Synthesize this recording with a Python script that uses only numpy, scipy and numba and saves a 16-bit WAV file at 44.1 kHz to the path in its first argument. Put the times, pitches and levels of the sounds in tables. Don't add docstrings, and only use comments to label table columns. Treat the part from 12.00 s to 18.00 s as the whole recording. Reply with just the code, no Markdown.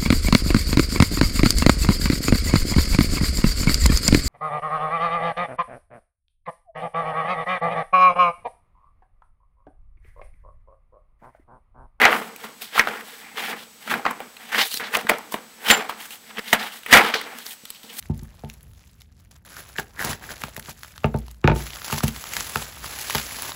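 import sys
import numpy as np
from scipy import signal
from scipy.fft import rfft, irfft
from scipy.io import wavfile
from numba import njit

SR = 44100
rng = np.random.default_rng(int(sys.argv[2]) if len(sys.argv) > 2 else 0)


def file_out(sig):
    cols = np.atleast_2d(sig).T
    lim = np.clip(cols, -1, 1)
    pcm = np.round(lim * 32767).astype(np.int16)
    wavfile.write(sys.argv[1], SR, pcm)


def ratio_of_db(decibels):
    return 10 ** (np.asarray(decibels, float) / 20)


N = 264600

# f/Hz, width/Hz, level/dB
HOUSING_MODES = [(221.4, 24.8, -3), (453, 49, -3.5), (287, 110, -11.5)]


def rms_one(x):
    return x / np.sqrt(np.mean(x ** 2) + 1e-20)


def drift(rate_hz):
    r = np.exp(-2 * np.pi * rate_hz / SR)
    return rms_one(signal.lfilter([1], [1, -2 * r, r * r], rng.standard_normal(N + SR))[SR:])


def resonate(x, hz, width_hz):
    r = np.exp(-np.pi * width_hz / SR)
    zeros = np.array([1, 0, -1]) * (1 - r * r) / 2
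    return signal.lfilter(zeros, [1, -2 * r * np.cos(2 * np.pi * hz / SR), r * r], x)


def cut(x, hz, kind):
    return signal.sosfilt(signal.butter(2, min(hz, .45 * SR), kind, fs=SR, output="sos"), x)


def ring_housing(x):
    return sum(ratio_of_db(db) * resonate(x, hz, width_hz) for hz, width_hz, db in HOUSING_MODES)


def grains(per_s, spread_db):
    sizes = ratio_of_db(spread_db * np.minimum(rng.exponential(1, N), 4)) * rng.choice([-1, 1], N)
    hit = rng.random(N) < per_s * ratio_of_db(1.5 * drift(40)) / SR
    return sizes * hit + 1e-18


def rattle(modes, per_s, spread_db, patchy_db):
    out = 0
    for hz, width_hz, level_db in modes:
        ring = rms_one(resonate(grains(per_s, spread_db), hz, width_hz))
        out = out + ratio_of_db(level_db + patchy_db * drift(19)) * ring
    return rms_one(out)


@njit
def sweep(x, cosines, r):
    out = np.zeros(len(x))
    for i in range(2, len(x)):
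        out[i] = x[i] - x[i - 2] + 2 * r * cosines[i] * out[i - 1] - r * r * out[i - 2]
    return out


def contact(centre_hz, width_hz, per_s):
    cosines = np.cos(2 * np.pi * centre_hz / SR)
    return rms_one(sweep(grains(per_s, 1.4), cosines, np.exp(-np.pi * width_hz / SR)))


def floor():
    # f/Hz, level/dB
    spectrum = [(26, -44), (45, -11), (126, -5), (220, 4.5), (377, -9), (448, -5), (3090, -2), (7270, -5),
                (7820, -8.5), (15500, -7.5)]
    floor_db, whine_db, whine_hz = -49.5, -59, 8000
    hz, level_db = np.transpose(spectrum)
    bins_hz = np.maximum(np.fft.rfftfreq(N, 1 / SR), 1)
    gain = ratio_of_db(np.interp(np.log(bins_hz), np.log(hz), level_db))
    noise = irfft(rfft(rng.standard_normal(N)) * gain, N)
    whine = np.sqrt(2) * ratio_of_db(whine_db) * np.sin(2 * np.pi * whine_hz * np.arange(N) / SR)
    return ratio_of_db(floor_db) * rms_one(noise) + whine


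def yard(x):
    t = np.arange(SR // 4) / SR
    decay = ratio_of_db(-60 * t / 0.14) * np.minimum(t / 0.0016, 1)
    tail = cut(rng.standard_normal(len(t)) * decay, 1900, "low")
    return ratio_of_db(-17.5) * signal.fftconvolve(x, tail / np.sqrt(np.sum(tail ** 2)))[:N]


def bumps():
    # t/s, peak/dB
    push_events = [
        (1.345, -38),
        (3.049, -22),
        (5.636, -35.5),
        (5.841, -37),
    ]
    pushes = np.full(N, 1e-18)
    for s, peak_db in push_events:
        pushes[round(s * SR)] = ratio_of_db(peak_db + 44)
    return ring_housing(cut(pushes, 290, "low"))


def steel():
    # f/Hz, level/dB, t60/s
    steel_modes = [(7257, -13.5, .16), (7229, -22, .23)]
    hit_s, damped_s = 3.7105, 4.7
    t = np.maximum(np.arange(N) / SR - hit_s, 0)
    damped_db = -1500 * np.maximum(t - (damped_s - hit_s), 0)
    return sum(ratio_of_db(db - 60 * t / t60 + damped_db) * np.sin(2 * np.pi * hz * t) for hz, db, t60 in steel_modes)


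def rubs():
    # start t/s, length/s, level/dB, from f/Hz, to f/Hz
    rub_events = [
        (1.24, .1, -50, 2300, 2100),
        (2.52, .05, -27, 1500, 1900),
        (2.642, .035, -38, 3800, 3500),
        (2.708, .075, -35, 4400, 4000),
        (2.842, .03, -40, 4200, 3400),
        (4.11, .04, -46, 2700, 2500),
        (5.14, .06, -33, 4500, 4100),
    ]
    edge_s, fade_db = .008, 5
    t = np.arange(N) / SR
    gain, hz = np.zeros(N), np.full(N, 3000.)
    for s, length_s, level_db, from_hz, to_hz in rub_events:
        along = (t - s) / length_s
        gate = np.clip(np.minimum(t - s, s + length_s - t) / edge_s + .5, 0, 1)
        gain += gate * ratio_of_db(level_db - fade_db * np.clip(along, 0, 1))
        hz = np.where(gate > 0, from_hz + (to_hz - from_hz) * along, hz)
    return gain * rms_one(cut(contact(hz, 380, per_s=5000), 900, "high"))


def contacts():
    # t/s, peak/dB, main ring f/Hz, relative thump/dB
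    slaps = [(.016, 3, 1940, -26.5), (.043, -13, 1960, -40), (.052, 7.5, 1820, -37.5),
             (.087, -9.5, 710, -26), (0.127, -6, 1910, -42), (0.778, -6, 1160, -26), (.794, 7, 1820, -23),
             (0.872, -7.5, 1380, -42), (1.38, -18, 1510, -16), (1.876, -17, 1600, -21),
             (1.912, -6.5, 1760, -33), (1.9395, -6, 1700, -17), (2.546, -7, 1700, -30),
             (2.589, -4.5, 1820, -15.5), (2.798, -17.5, 2020, -4.5), (2.951, -4, 2350, -33),
             (3.069, -13.5, 1500, -38), (3.094, 3, 2100, -44), (3.116, -9, 860, -19),
             (3.342, -14, 770, -1.5), (3.686, -11, 2150, -33), (3.701, 7.5, 2360, -19),
             (3.71, 4, 1580, -13), (3.895, -11.5, 1060, -15), (4.529, 7, 1900, -10),
             (4.927, 14.5, 1910, -9), (4.935, 20.5, 2160, -25), (4.949, 2.5, 1830, -1),
             (4.972, 6, 2050, -28), (5.139, -6.5, 1900, -35)]
    # t/s, peak/dB, main ring f/Hz, relative snap/dB
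    ticks = [(.121, -13, 770, -20), (.361, -27, 2800, -8.5), (.441, -22, 1290, -24),
             (.619, -20, 3180, -13.5), (.758, -18, 865, -26), (2.052, -9, 1150, -48),
             (2.063, -5, 1100, -34), (2.109, -16, 1000, -17.5), (2.203, -19.5, 810, -18.5),
             (2.367, -27.5, 2630, -17), (2.714, -19, 4120, -17), (2.741, -10.5, 3740, -14),
             (2.772, -13.5, 4430, -13), (2.939, -10, 1770, -23), (2.969, -15, 760, -7),
             (3.184, -29.5, 960, -5), (3.322, -23, 970, -9), (4.371, -23, 2240, -32),
             (4.382, -16.5, 2070, -21), (4.472, -34, 1760, -17), (4.546, -17, 1270, -27),
             (4.628, -15.5, 3000, -25), (4.862, -17, 2100, -18), (5.142, -8, 3700, -26),
             (5.213, -19, 2150, -12.5), (5.386, -30, 1710, -2.5), (5.464, -19, 4180, -14),
             (5.653, -24.5, 3430, -11), (5.703, -21.5, 4400, -6), (5.832, -30, 3340, -14)]
    # t/s, peak/dB, main ring
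    # f/Hz
    flicks = [(.487, -34.5, 1500), (1.625, -37, 1290), (3.012, -25, 2510), (4.055, -27, 1750),
              (4.106, -26, 2700), (4.833, -30, 2350), (4.531, -2.5, 800), (3.096, -6.5, 625),
              (5.747, -35, 3000), (5.902, -39, 2800), (5.929, -34.5, 1900), (5.968, -36, 2400),
              (5.988, -31, 3800)]
    slap_snap_db, flick_snap_db = -26.5, -12
    tick_thump_db, thump_db_per_octave = -18, -1
    knock_list = [(s, db, hz, slap_snap_db, thump_db) for s, db, hz, thump_db in slaps]
    for s, db, hz, snap_db in list(ticks) + [(*row, flick_snap_db) for row in flicks]:
        thump_db = tick_thump_db + thump_db_per_octave * np.log2(hz / 1000)
        knock_list.append((s, db, hz, snap_db, thump_db))
    return knock_list


def knocks():
    out, length = np.zeros(N + SR), SR // 4
    t = np.arange(length) / SR
    t60_s, rise_s = 0.019, 0.00055
    shape = ratio_of_db(-60 * (t / t60_s) ** 0.99) * np.minimum(t / rise_s, 1)
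    for s, peak_db, hz, snap_db, thump_db in contacts():
        noise = rng.uniform(-1.19, 1, SR // 20)
        burst = np.pad(noise, (0, length - len(noise))) * shape + 1e-18
        rings = resonate(burst, hz, 0.34 * hz) - ratio_of_db(-4) * resonate(burst, 1.64 * hz, 0.14 * hz)
        crack = cut(cut(burst, 680, "high"), min(3900, 2.3 * hz), "low")
        body = cut(rings, 2.08 * hz, "low") + ratio_of_db(-12) * crack
        snap = cut(burst * ratio_of_db(-300 * t), 3100, "high")
        thump = cut(ring_housing(burst), 155.7, "high")
        parts = [(body, -1.5), (snap, snap_db + 11.5), (thump, thump_db - 5.5)]
        at = round(s * SR)
        out[at:at + length] += sum(ratio_of_db(peak_db + db) * part / np.abs(part).max() for part, db in parts)
    return out[:N]


def strokes():
    # peak t/s, build-up/s, level/dB, relative grit/dB, relative weight/dB
    jerks = [(0.053, 0.2, -11, -25, -11), (0.133, 0.11, -24.5, -15, -6.5), (0.448, 0.12, -37.5, -1, -6.5),
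             (0.793, 0.085, -18, -6.5, -16.5), (0.886, 0.08, -33.5, -8, -0.5),
             (1.526, 0.094, -33.5, -23, -6), (1.915, 0.071, -22, -7, -5.5), (2.054, 0.011, -29, -30, -9),
             (2.064, 0.015, -28, -26, -14), (2.215, 0.05, -48, -3, 5), (2.804, .015, -27.5, -10, -13.5),
             (2.949, 0.059, -21.5, -3.5, -10.5), (3.092, 0.0098, -21.5, -3, -6.5),
             (3.342, 0.025, -41.5, -5, 5), (3.672, 0.09, -29.5, -12, -9), (3.711, 0.061, -12.5, 1, -12.5),
             (3.76, 0.15, -39, -5, -16), (3.894, 0.0074, -33, 1, -16), (4.302, 0.21, -46.5, -2.5, -1),
             (4.533, .015, -16.5, -2, -19), (4.935, 0.05, -7, -5.5, -10.5), (4.975, 0.11, -10.5, -7, -15.5),
             (5.143, .01, -30, -6.5, -8.5), (5.843, .04, -55.5, 10, 1.5)]
    # offset/dB, quick fall/(dB/s), tail/dB, tail fall/(dB/s)
    after_jerk = [(-2, 307, -4.5, 99), (-1.5, 459.5, -4, 114.5), (-2, 705, -9.5, 128.5),
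                  (-3, 905, -14, 135)]
    # start t/s, length/s, hiss/dB, relative grit/dB, relative rasp/dB
    slides = [(0.0, 0.056, -38.5, -2.5, 17), (0.113, 0.08, -39.5, -6.5, -16),
              (0.622, 0.021, -37.5, -2.5, -5.5), (.748, .03, -47.5, 10, 10), (1.056, 0.16, -47.5, -1, -1),
              (1.228, .1, -65.5, 4.5, 19), (1.377, 0.14, -39, 3, 8.5), (1.813, 0.18, -51.5, -0.5, 0.5),
              (2.407, 0.14, -52.5, 0.5, 7), (2.533, 0.048, -41, 4.5, 12), (2.588, 0.034, -28.5, 7, 7.5),
              (2.647, 0.028, -34, -3, -9), (2.715, .06, -32, -6, -14), (3.326, 0.02, -38, -6, -7.5),
              (4.001, 0.061, -40.5, -5, -4), (4.113, 0.036, -39.5, -6.5, -7), (4.42, .07, -50, 3, 5),
              (4.608, 0.068, -41, 2, 6), (4.726, 0.06, -44, -2, -2.5), (5.376, .05, -44.5, -1, -2.5),
              (5.461, 0.072, -38, -8, -10), (5.932, .045, -46, -5, -4), (5.984, .05, -36.5, -15, -17)]
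    # start t/s, length/s, hiss/dB, relative grit/dB, relative rasp/dB
    brushes = [(0.217, 0.063, -49, -3, -8), (.655, .035, -57, 5, -2), (0.916, 0.094, -50, -1, 7),
               (1.576, 0.062, -49.5, 3.5, -2.5), (2.838, 0.039, -52, 12.5, 13), (2.99, 0.015, -45, 2, -6),
               (3.63, .04, -45, -4, -1.5), (4.485, .035, -42, 2, 1), (5.03, 0.057, -40.5, 6, 11),
               (5.143, 0.025, -49.5, 18, 3), (5.193, 0.048, -57.5, 17, 8), (5.268, 0.089, -53.5, -1, 10),
               (5.68, 0.1, -56.5, 2, -15), (5.897, .01, -56, 4, 1)]
    # stop t/s, swell/s, hiss/dB, relative grit/dB, relative rasp/dB
    catches = [
        (0.816, 0.12, -44, 3.5, 10.5),
        (2.117, .12, -48, -8, 14),
        (2.561, 0.099, -45.5, 4, 10),
        (3.82, 0.4, -51.5, 5, 15.5),
        (4.394, 0.061, -41.5, 9, 15.5),
        (5.992, 0.042, -35, -4, -10),
    ]
    build_up_db, tail_follows_weight = 36, 0.54
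    rise_db_per_s, fall_db_per_s, slide_boom_db = 706, 605, -12
    stop_db_per_s, catch_boom_db = 2500, -8

    t = np.arange(0, N + 32, 32) / SR
    driven, ringing = np.full((4, len(t)), 1e-5), np.zeros((4, len(t)))
    for s, build_s, level_db, grit_db, weight_db in jerks:
        part_db = [weight_db, 0, grit_db, grit_db]
        for k, (offset_db, quick, tail_db, slow) in enumerate(after_jerk):
            top_db = level_db + offset_db + part_db[k]
            driven[k] += ratio_of_db(top_db - np.where(t < s, build_up_db * (s - t) / build_s, quick * (t - s)))
            tail_top_db = top_db + tail_db + (k > 0) * tail_follows_weight * weight_db
            ringing[k] += ratio_of_db(tail_top_db - slow * np.abs(t - s)) * (t > s)
    for s, length_s, hiss_db, grit_db, rasp_db in list(slides) + list(brushes):
        rise_db = rise_db_per_s * np.maximum(s - t, 0)
        fall_db = fall_db_per_s * np.maximum(t - s - length_s, 0)
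        part_db = np.array([[rasp_db + slide_boom_db], [rasp_db], [grit_db], [0]])
        driven += ratio_of_db(hiss_db - (rise_db + fall_db) + part_db)
    for s, swell_s, hiss_db, grit_db, rasp_db in catches:
        edge_db = np.where(t < s, build_up_db * (s - t) / swell_s, stop_db_per_s * (t - s))
        part_db = np.array([[rasp_db + catch_boom_db], [rasp_db], [grit_db], [0]])
        driven += ratio_of_db(hiss_db - edge_db + part_db)
    taut = driven[1] / (driven[1] + ringing[1])
    return [np.interp(np.arange(N) / SR, t, row) for row in [*(driven + ringing), taut]]


def drag():
    # f/Hz, width/Hz, level/dB
    cage_modes = [(791, 197, 2), (1220, 330, -5), (1640, 790, -11), (2070, 240, -3), (2350, 63, -7.5)]
    # f/Hz, width/Hz, level/dB
    grit_modes = [(3020, 440, 5.5), (3900, 2100, -4), (4950, 490, -5)]
    taut_hz, slack_hz = 1900, 1000
    grit_loud_hz, grit_soft_hz, grit_turn_db = 2960, 4200, 1.2
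    taut_cage_db, bright_grit_db = -4.5, 2.5

    boom_gain, rasp_gain, grit_gain, hiss_gain, taut = strokes()
    rasp_hz = slack_hz + (taut_hz - slack_hz) * taut
    bright = grit_gain ** 2 / (grit_gain ** 2 + (ratio_of_db(grit_turn_db) * rasp_gain) ** 2)
    grit_hz = grit_loud_hz + (grit_soft_hz - grit_loud_hz) * bright

    boom = cut(rattle(HOUSING_MODES, per_s=900, spread_db=1.5, patchy_db=3.5), 140, "high")
    rasp = ratio_of_db(taut_cage_db * taut) * rattle(cage_modes, per_s=1500, spread_db=3.5, patchy_db=1.2)
    rasp = rasp + ratio_of_db(0.5) * contact(rasp_hz, 890, per_s=2600)
    rasp = cut(cut(rasp, 487, "high"), 2820, "low")
    grit = rattle(grit_modes, per_s=3000, spread_db=3.5, patchy_db=5.5)
    grit = grit + ratio_of_db(1.5 + bright_grit_db * bright) * contact(grit_hz, 1100, per_s=3600)
    grit = cut(cut(grit, 1700, "high"), 6900, "low")
    hiss = rms_one(cut(grains(per_s=17000, spread_db=4.0), 6800, "high"))

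    moving = rasp_gain * rms_one(rasp) + grit_gain * rms_one(grit) + hiss_gain * hiss
    return boom_gain * boom + moving * ratio_of_db(1.52 * drift(79))


def scene():
    blows = knocks()
    return (floor() + yard(blows) + bumps() + steel() + rubs() + blows + drag())[None]


def band_limit(x):
    return signal.sosfilt(signal.butter(12, 16500, fs=SR, output="sos"), x)


def record(dry):
    overload = .76
    square = np.minimum(np.abs(dry), 1) ** 0.94
    puffs = cut(cut(square, 81, "low"), 17, "high")
    loaded = dry + ratio_of_db(-25.5) * puffs
    clipped = loaded / (1 + np.abs(loaded / overload) ** 6) ** (1 / 6)
    top_cut = signal.firwin(401, 15800, fs=SR)
    mix = signal.fftconvolve(clipped, top_cut[None], "same")
    return band_limit(mix)


dry = scene()
out = record(dry)
file_out(out)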